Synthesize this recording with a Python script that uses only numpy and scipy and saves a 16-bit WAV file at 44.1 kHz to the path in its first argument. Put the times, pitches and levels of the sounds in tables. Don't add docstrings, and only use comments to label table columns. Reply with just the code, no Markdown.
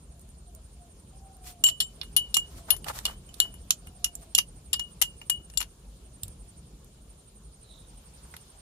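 import sys
import numpy as np
from scipy import signal
from scipy.fft import rfft, irfft
from scipy.io import wavfile

SR = 44100
rng = np.random.default_rng(int(sys.argv[2]) if len(sys.argv) > 2 else 0)


def output_pcm(signal):
    pcm = np.clip(np.atleast_2d(signal).T, -1, 1) * 32767
    wavfile.write(sys.argv[1], SR, np.round(pcm).astype(np.int16))


N = 379685


def amp(db):
    return 10 ** (np.asarray(db) / 20)


def rms_one(x):
    return x / np.sqrt(np.mean(x ** 2) + 1e-20)


def in_time(rows):
    time_s, *columns = np.transpose(rows)
    return [np.interp(np.arange(N) / SR, time_s, column) for column in columns]


def gate(rows, fade_s=0.012):
    first, last = rows[0][0], rows[-1][0]
    return np.interp(np.arange(N) / SR, [first - fade_s, first, last, last + fade_s], [0, 1, 1, 0])


def at_hz(hz_points, values, hz):
    return np.interp(np.log(hz), np.log(hz_points), values)


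def sides(pan_db):
    return amp([pan_db / 2, -pan_db / 2])


def band(x, low_hz, high_hz):
    sos = signal.butter(2, [low_hz, min(high_hz, SR / 2.2)], "band", fs=SR, output="sos")
    return signal.sosfilt(sos, x)


def drift(rate_hz):
    step = 40
    pole = np.exp(-2 * np.pi * rate_hz * step / SR)
    noise = rng.standard_normal(N // step + 2002)
    slow = signal.lfilter([1], [1, -2 * pole, pole * pole], noise)[2000:]
    return np.interp(np.arange(N) / step, np.arange(len(slow)), rms_one(slow))


def add(out, start_s, sound):
    i = round(start_s * SR)
    out[:, i:i + sound.shape[1]] += sound[:, :N - i]


def air():
    # (frequency [Hz], relative density [dB per Hz])
    spectrum = [(25, -15.5), (40, -5.5), (53, 4), (70, -5.5), (95, -13), (136, -9), (188, -13),
                (250, -20.5), (400, -22.5), (800, -32), (1300, -36.5), (2000, -44.5), (2800, -38),
                (5700, -40), (10500, -42.5), (15100, -51.5)]
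    # (frequency [Hz], likeness [-1 to 1])
    likeness = [(60, .998), (150, .99), (290, .93), (640, .4), (1400, 0), (15000, 0)]
    # (time [s], rumble gain [dB], hiss gain [dB])
    swells = [(0, -1.5, -1), (1.46, -3, 0), (2.57, 1.5, 6), (3.07, 3.5, 0), (3.3, -1, 3.5), (4.2, -2, 1),
              (4.87, -1, 2), (5.78, -3, 0.5), (6.28, -0.5, 1.5), (7.43, -4, -0.5), (8.18, -2.5, 4.5),
              (8.61, -5, 4.5)]
    air_gain_db = -24
    rumble_db, hiss_db = in_time(swells)
    gust = drift(13.0)
    edges_hz = 22 * 2 ** np.arange(0, 9.7, 1 / 3)
    white = rng.standard_normal((2, 2, N + SR))
    out = 0
    for k, (low_hz, high_hz) in enumerate(zip(edges_hz, edges_hz[1:])):
        mid, side = band(white[k % 2], low_hz, high_hz)[:, SR:]
        hz = np.sqrt(low_hz * high_hz)
        alike = np.clip(at_hz(*np.transpose(likeness), hz), -1, 1)
        rumbly = at_hz([300, 1200], [1, 0], hz)
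        swell_db = rumbly * rumble_db + (1 - rumbly) * hiss_db
        wander_db = 1.9 * drift(14) + 1.6 * rumbly * gust
        gain = amp(at_hz(*np.transpose(spectrum), hz) + swell_db + air_gain_db + wander_db)
        pair = np.sqrt(1 + alike) * mid + np.sqrt(1 - alike) * side * [[1], [-1]]
        out = out + gain * pair
    return out


def insect():
    # (time [s], relative level [dB])
    singer = [(0, -55.5), (3, -52.5), (5.6, -50), (5.85, -63.5), (6.2, -49), (6.6, -52.5), (6.8, -71.5),
              (7.1, -53), (8.61, -50.5)]
    # (share of the period, pitch [Hz], relative level [dB])
    song = [(0, 8900, -5), (.12, 8850, 0), (.3, 8790, -8), (.38, 8800, -17), (.68, 9250, -21),
            (.83, 9550, -16), (.95, 8950, -6), (1, 8900, -5)]
    # (centre [Hz], width [Hz], rms level [dB])
    chorus = [(7070, 1100, -72), (9400, 840, -70)]
    first_chirp_s, chirp_period_s = 0.0283, 0.08725
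    pan_db, left_delay_s = -5, 0.0032
    level_db, = in_time(singer)
    cycles = ((np.arange(N) / SR - first_chirp_s) / chirp_period_s) % 1
    share, song_hz, song_db = np.transpose(song)
    pitch_hz = np.interp(cycles, share, song_hz)
    rasp = 1 + 0.55 * (drift(250) + 1j * drift(250))
    tone = np.real(rasp * np.exp(2j * np.pi * np.cumsum(pitch_hz) / SR))
    tone = tone * amp(np.interp(cycles, share, song_db) + level_db)
    left, right = sides(pan_db)
    near = np.array([left * np.roll(tone, round(left_delay_s * SR)), right * tone])
    far = 0
    for hz, width_hz, db in chorus:
        hiss = band(rng.standard_normal((2, N)), hz - width_hz / 2, hz + width_hz / 2)
        far = far + amp(db) * rms_one(hiss)
    return near + far


def whistle(rows, rough_db, rate_hz, width_hz, hoarse):
    hz, level_db = in_time(rows)
    blur = 1 + hoarse * (drift(width_hz) + 1j * drift(width_hz))
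    tone = np.real(blur * np.exp(2j * np.pi * np.cumsum(hz) / SR))
    return gate(rows) * amp(level_db + rough_db * drift(rate_hz)) * tone


def coo(start_s, length_s, top_hz, end_hz, level_db):
    top_share, rise_hz, start_db = 0.201, 20, -3
    return [(start_s, top_hz - rise_hz, level_db + start_db),
            (start_s + top_share * length_s, top_hz, level_db),
            (start_s + length_s, end_hz, level_db)]


def birds():
    # (start [s], length [s], top pitch [Hz], end pitch [Hz], relative level [dB])
    coos = [(0.102, .1, 712, 695, -69), (0.425, 0.17, 726, 637, -65), (0.762, .13, 710, 690, -63.5),
            (1.134, 0.59, 782, 666, -61.5), (2.504, 0.23, 705, 630, -63.5), (3.299, 0.237, 701, 645, -65),
            (3.828, 0.48, 733, 652, -64.5)]
    # (time [s], pitch [Hz], relative level [dB])
    chirp = [(7.63, 4080, -68), (7.71, 3850, -58.5), (7.79, 3750, -60), (7.88, 3820, -70)]
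    dove = sum(whistle(coo(*row), rough_db=1.3, rate_hz=8, width_hz=34, hoarse=0.74) for row in coos)
    small = whistle(chirp, rough_db=1.5, rate_hz=60, width_hz=250, hoarse=1.6) / 2
    return np.array([dove, np.roll(dove, 8)]) + small * sides(-9.0)[:, None]


def ticks():
    # (time [s], level before the band-pass [dB], left-right difference [dB])
    clicks = [(0.1945, -42.5, 1.5), (0.2144, -44, 8), (0.29, -45, 1.0), (0.5496, -36, -8),
              (0.998, -48, 1.5), (1.3683, -43, 1.0), (6.8452, -44, -1.5), (7.1304, -52, -3)]
    out, t = np.zeros((2, N)), np.arange(300) / SR
    noises = rng.standard_normal((len(clicks), 2, len(t)))
    for (start_s, level_db, pan_db), noise in zip(clicks, noises):
        click = band(noise * amp(-60 * t / 0.015), 6900, 13400)
        add(out, start_s, click * amp(level_db) * sides(pan_db)[:, None])
    return out


def slosh():
    # (time of top [s], half length [s], gurgle level [dB], fizz level [dB])
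    splashes = [(1.484, 0.051, -55.5, -44.5), (2.527, 0.041, -64, -58.5), (2.583, 0.032, -55, -52),
                (2.712, 0.04, -48.5, -48.5), (2.73, .06, -55, -54), (2.89, 0.03, -37.5, -38),
                (2.967, 0.044, -42.5, -42.5), (3.079, 0.073, -47, -47), (3.429, 0.072, -54.5, -50.5),
                (4.23, 0.042, -63, -57.5), (8.3, 0.088, -65.5, -64)]
    edge_fall_db = 18
    gurgle = rms_one(band(rng.standard_normal((2, N)) * amp(5 * drift(40)), 550, 1450))
    fizz = rms_one(band(rng.standard_normal((2, N)) * amp(1.5 * drift(80)), 1800, 14000))
    low, high, t = 0, 0, np.arange(N) / SR
    for top_s, half_s, gurgle_db, fizz_db in splashes:
        hump = amp(-edge_fall_db * ((t - top_s) / half_s) ** 2)
        low = low + amp(gurgle_db) * hump
        high = high + amp(fizz_db) * hump
    return low * gurgle + high * fizz


def knocks():
    # (time [s], crack level [dB], crack t60 [s], then relative level [dB] of six mode groups:
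    #          dull, main ring, groups led by 4.2, 7.1, 7.4 and 9.9 kHz; then main ring t60 [s, clipped],
    #          length share of the other modes, left-right [dB] of low modes, left-right [dB] of high modes)
    hits = [(1.638, -9.5, 0.016, -36.5, -16, -33, -25.5, -21.5, -30, 0.71, 1.14, 1.5, 1.5),
            (1.665, -14.5, 0.011, -55, -28.5, -33, -39, -24, -45, .4, 0.6, -22.5, 4),
            (1.679, -21, 0.014, -48, -29, -41, -36, -36, -43, .12, 0.6, 0, 2),
            (1.686, -21, .023, -43, -23.5, -35, -36, -30, -46, .37, 0.81, 0, -1),
            (1.697, -28, 0.025, -75, -35, -47, -46, -51.5, -52, 0.21, 1.6, -9, 0),
            (1.802, -21.5, 0.076, -45.5, -23.5, -18, -37.5, -33.5, -26.5, 0.16, 0.88, 0, 5.5),
            (2.013, -27, 0.025, -46, -44, -27.5, -75, -93, -56, .2, 0.54, -13, 9),
            (2.031, -39, 0.03, -56, -50, -76, -79, -84, -59, 0.19, 2.2, 0, 3),
            (2.164, -17, 0.065, -48, -21, -23.5, -34, -54.5, -19, 0.21, 0.95, 3, 12),
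            (2.342, -11, .027, -64, -26.5, -23, -31, -35, -31, 0.2, 0.98, 4.5, 5),
            (2.367, -13, .018, -30, -20.5, -24, -17.5, -32, -25, 0.16, 0.56, -6, 3),
            (2.704, -8, 0.021, -50, -20, -25, -37, -79.5, -19.5, 0.11, 1.2, 3.5, 13.5),
            (2.764, -33, .022, -73, -66, -66, -59, -70, -48.5, .08, 1.4, 2, 13),
            (2.843, -29, .018, -74, -49, -67, -78, -64, -56, .08, .33, -11, -6),
            (2.883, -21.5, 0.017, -30, -43, -39, -56, -61, -61, 0.066, 1.26, -3, -11),
            (2.988, -21, 0.012, -49, -55, -50, -62, -57, -62, .03, 0.83, -1, -8),
            (3.053, -8.5, 0.012, -45.5, -27.5, -25, -30, -43, -30, .35, 0.31, -9, 8),
            (3.063, -19.5, 0.013, -30, -35.5, -22, -66, -37, -40, 0.19, 0.21, 2, -11),
            (3.289, -49, 0.018, -72, -51.5, -75, -56, -63, -76, 0.11, 0.79, -7, 1),
            (3.341, -34, 0.021, -74, -59, -49, -53, -69, -47, .04, .23, -5, -10),
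            (3.401, -1.5, 0.0095, -37, -18.5, -7, -8.5, -18.5, -9.5, 0.15, 0.17, 4, 1.5),
            (3.539, -45, .02, -52, -53, -77, -61, -71, -51.5, 0.15, 1.3, 3, 3),
            (3.706, -0.5, 0.011, -41.5, -20, -17.5, -10.5, -31.5, -33, 0.013, 0.36, -3.5, -1.5),
            (3.87, -37, .019, -68, -49.5, -83, -79, -74, -64, 0.08, 1.5, 1.5, 0),
            (4.043, -13, 0.032, -60, -25.5, -34.5, -17, -41, -28, 0.082, 0.43, 4, -1),
            (4.063, -37, 0.027, -49, -37.5, -60, -66, -74, -70, 0.1, 0.86, 2, -2),
            (4.152, -26.5, 0.014, -84, -85, -85, -40, -33.5, -34, .3, 0.13, -14, -6),
            (4.349, -10.5, 0.023, -51, -16.5, -14, -16.5, -26.5, -32, 0.027, 0.43, 4, -18),
            (4.362, -30, .012, -70, -40, -60, -40, -54, -63, .2, .45, -21, -5),
            (4.38, -9.5, 0.013, -55, -41, -45, -45, -44, -29, 0.33, .86, 12, 19),
            (4.385, -8.5, 0.024, -51, -17, -36, -29, -50.5, -61, 0.063, 0.4, 0, -2),
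            (4.73, -21, 0.037, -47, -23, -25, -27.5, -29, -23, 0.056, 0.6, 8.5, 2),
            (4.739, -18.5, 0.028, -49, -30.5, -26, -66, -67, -64, 0.19, .21, -2.5, 5),
            (4.794, -29.5, 0.031, -34, -29.5, -30.5, -30, -47, -46, 0.17, 0.6, 4, 0),
            (5.015, -8, .018, -38.5, -31, -34, -34, -47.5, -24.5, 0.036, 0.78, 12, 17.5),
            (5.022, -7, 0.019, -46, -20.5, -38, -33, -36, -29, 0.024, 0.52, -7, 7),
            (5.028, -29, 0.0091, -65, -36, -36, -31, -46, -61, 0.24, 0.93, -4, 0),
            (5.214, -39, .03, -56, -42, -82, -73, -80.5, -85, 0.066, 1.2, 1, 3),
            (5.297, -13, 0.026, -43.5, -24.5, -31, -30, -32.5, -18, 0.2, 0.43, 5.5, 5),
            (5.499, -38.5, 0.019, -74, -59, -69, -57, -79, -81, .03, 0.82, 7, 4),
            (5.537, -40, 0.012, -63, -59, -67, -76, -66, -70, 0.2, 1.6, 5.5, 1),
            (5.573, -13, 0.016, -53, -31, -18.5, -24.5, -28, -22, 0.062, 0.4, 11, 6.5),
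            (5.603, -21.5, 0.016, -31, -28, -41, -32, -43, -35, 0.033, 0.98, 2.5, -1),
            (5.613, -23, 0.021, -41, -42.5, -44, -42, -61, -40, .06, 1.1, 26, 5),
            (5.626, -27.5, 0.027, -60, -45, -59, -56, -78, -68, 0.066, .5, 3, 4),
            (6.233, -16, 0.012, -79, -62, -45, -67, -31, -26, .05, 0.067, 5, -7.5),
            (6.28, -36, .02, -78, -85, -68, -62, -61, -38, .1, 0.17, -1, -3),
            (8.339, -38, 0.042, -39, -70, -66, -66, -73, -77, .25, 0.9, 0, -2),
            (8.365, -31, 0.016, -58, -64, -57, -62, -87, -52, .18, .28, 7, -15)]
    # (relative level [dB], t60 before length share [s], phase lead of the left [rad])
    modes = [(-5.5, 0.023, -0.8), (1, 0.027, 4), (-11, 0.017, -7.5), (2.5, 0.24, 2), (-3.5, .3, 3),
             (-15.5, .025, -5), (1.5, 0.033, 2.5), (3, 0.034, 5), (-1, 0.0091, -4.5), (4.5, 0.029, 0.96),
             (1, 0.029, -1.5), (3, 0.064, 1), (2, 0.15, 0.3), (8.5, 0.17, 3.5), (-9.5, 0.021, -14.5),
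             (7.5, 0.077, 1.04), (1, 0.029, 6), (4.5, 0.041, 0.8), (-2.5, .09, 1.2)]
    modes_hz = np.array([930, 1500, 2250, 2960, 2995, 3170, 3470, 4245, 4680, 5510, 6240, 7100, 7365, 7420,
                         9310, 9915, 11110, 12585, 13390])
    mode_groups = [0, 0, 0, 1, 1, 2, 2, 2, 2, 2.5, 3, 3, 4, 4, 5, 5, 3, 5, 4]
    # (time [s], pitch [Hz])
    main_pitch = [(1.64, 2960), (1.8, 2955), (1.9, 3010), (2.02, 2910), (2.17, 2940), (2.24, 2955),
                  (2.34, 2890), (2.38, 2890), (2.55, 2950), (2.75, 2960), (3.05, 2870), (3.15, 3040),
                  (3.4, 2935), (3.47, 2955), (4.05, 2910), (4.38, 2880), (4.73, 2910), (4.92, 2905),
                  (5.02, 2865), (5.1, 2890), (5.2, 2880), (5.3, 2900), (5.43, 2940), (5.58, 2870)]
    # (time [s], start level [dB], pitch [Hz])
    thumps = [(2.705, -37, 81), (2.883, -36.5, 88.8), (3.707, -51.5, 81.4), (4.382, -56, 83.4),
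              (6.233, -35, 98.5)]
    main_mode, scatter_db = 3, 0.5
    contact_s, stop_s = 0.0014, 0.0012
    crack_colour = 0.46
    crack_size = 2048

    out = np.zeros((2, N))
    t = np.arange(12000) / SR
    mode_db, t60_s, lead_rad = np.transpose(modes)
    is_main = np.isin(np.arange(len(modes)), [main_mode, main_mode + 1])
    scatter = rng.standard_normal((len(hits), len(modes)))
    hiss = rng.standard_normal((len(hits), 2, crack_size))
    bins_hz = np.fft.rfftfreq(crack_size, 1 / SR) + 1
    swell = 1 - np.exp(-(t / contact_s) ** 2)
    free_s = np.append(np.diff(np.array(hits)[:, 0]), 1)
    for k, row in enumerate(hits):
        start_s, crack_db, crack_t60_s, *groups_db, main_t60_s, length, pan_low, pan_high = row
        pans_db = [pan_low, pan_high]

        struck_db = 20 * np.log10(np.interp(mode_groups, np.arange(len(groups_db)), amp(groups_db)))
        level = amp(mode_db + struck_db + scatter_db * scatter[k])
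        left, right = level * sides(at_hz([4000, 8000], pans_db, modes_hz))
        lasts_s = np.where(is_main, np.clip(main_t60_s, 0.02, 0.4), t60_s * max(length, 0.05))
        decay = amp(-60 * t / lasts_s[:, None])

        detune = np.interp(start_s + t, *np.transpose(main_pitch)) / modes_hz[main_mode]
        main_turn_s = np.cumsum(detune) / SR
        other_turn_s = t * np.sqrt(detune[0])
        turn = 2 * np.pi * modes_hz[:, None] * np.where(is_main[:, None], main_turn_s, other_turn_s)
        ring_left = left @ (decay * np.sin(turn + lead_rad[:, None]))
        ring_right = right @ (decay * np.sin(turn))
        stop = np.exp(-np.maximum(t - free_s[k], 0) / stop_s)
        sound = swell * stop * np.array([ring_left, ring_right])

        colour = amp(crack_colour * at_hz(modes_hz, struck_db, bins_hz))
        colour = colour * np.minimum(bins_hz / 900, 1) ** 2 / (1 + (bins_hz / 14500) ** 12)
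        colour = colour * sides(at_hz([4000, 8000], pans_db, bins_hz))
        crack = rms_one(irfft(rfft(hiss[k]) * colour)) * amp(crack_db)
        crack_shape = np.sqrt(swell) * amp(-60 * t / max(crack_t60_s, 0.003))
        sound[:, :crack_size] += crack * crack_shape[:crack_size]
        add(out, start_s, sound)
    for start_s, level_db, hz in thumps:
        thump = amp(level_db - 60 * t / 0.19) * np.sin(2 * np.pi * hz * t)
        add(out, start_s, np.ones((2, 1)) * thump)
    return out


def echo(hits):
    t60_s, level_db = 0.089, -8.5
    t = np.arange(SR // 5) / SR
    tail = rng.standard_normal((2, len(t))) * amp(-60 * t / t60_s)
    tail = tail / np.sqrt(np.sum(tail ** 2, axis=1, keepdims=True))
    echoes = signal.fftconvolve(hits, tail, axes=1)[:, :N]
    return amp(level_db) * band(echoes, 800, 14000)


def scene():
    surroundings = air() + insect() + birds() + ticks()
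    hits = knocks()
    return surroundings + slosh() + hits + echo(hits)


def record(dry):
    ceiling, cutoff_hz = 0.95, 16600
    light = signal.sosfilt(signal.butter(4, 32, "high", fs=SR, output="sos"), dry)
    rounded = ceiling * light / (1 + np.abs(light / ceiling) ** 4) ** 0.25
    return signal.sosfilt(signal.cheby2(12, 70, cutoff_hz, fs=SR, output="sos"), rounded)


dry = scene()
out = record(dry)
output_pcm(out)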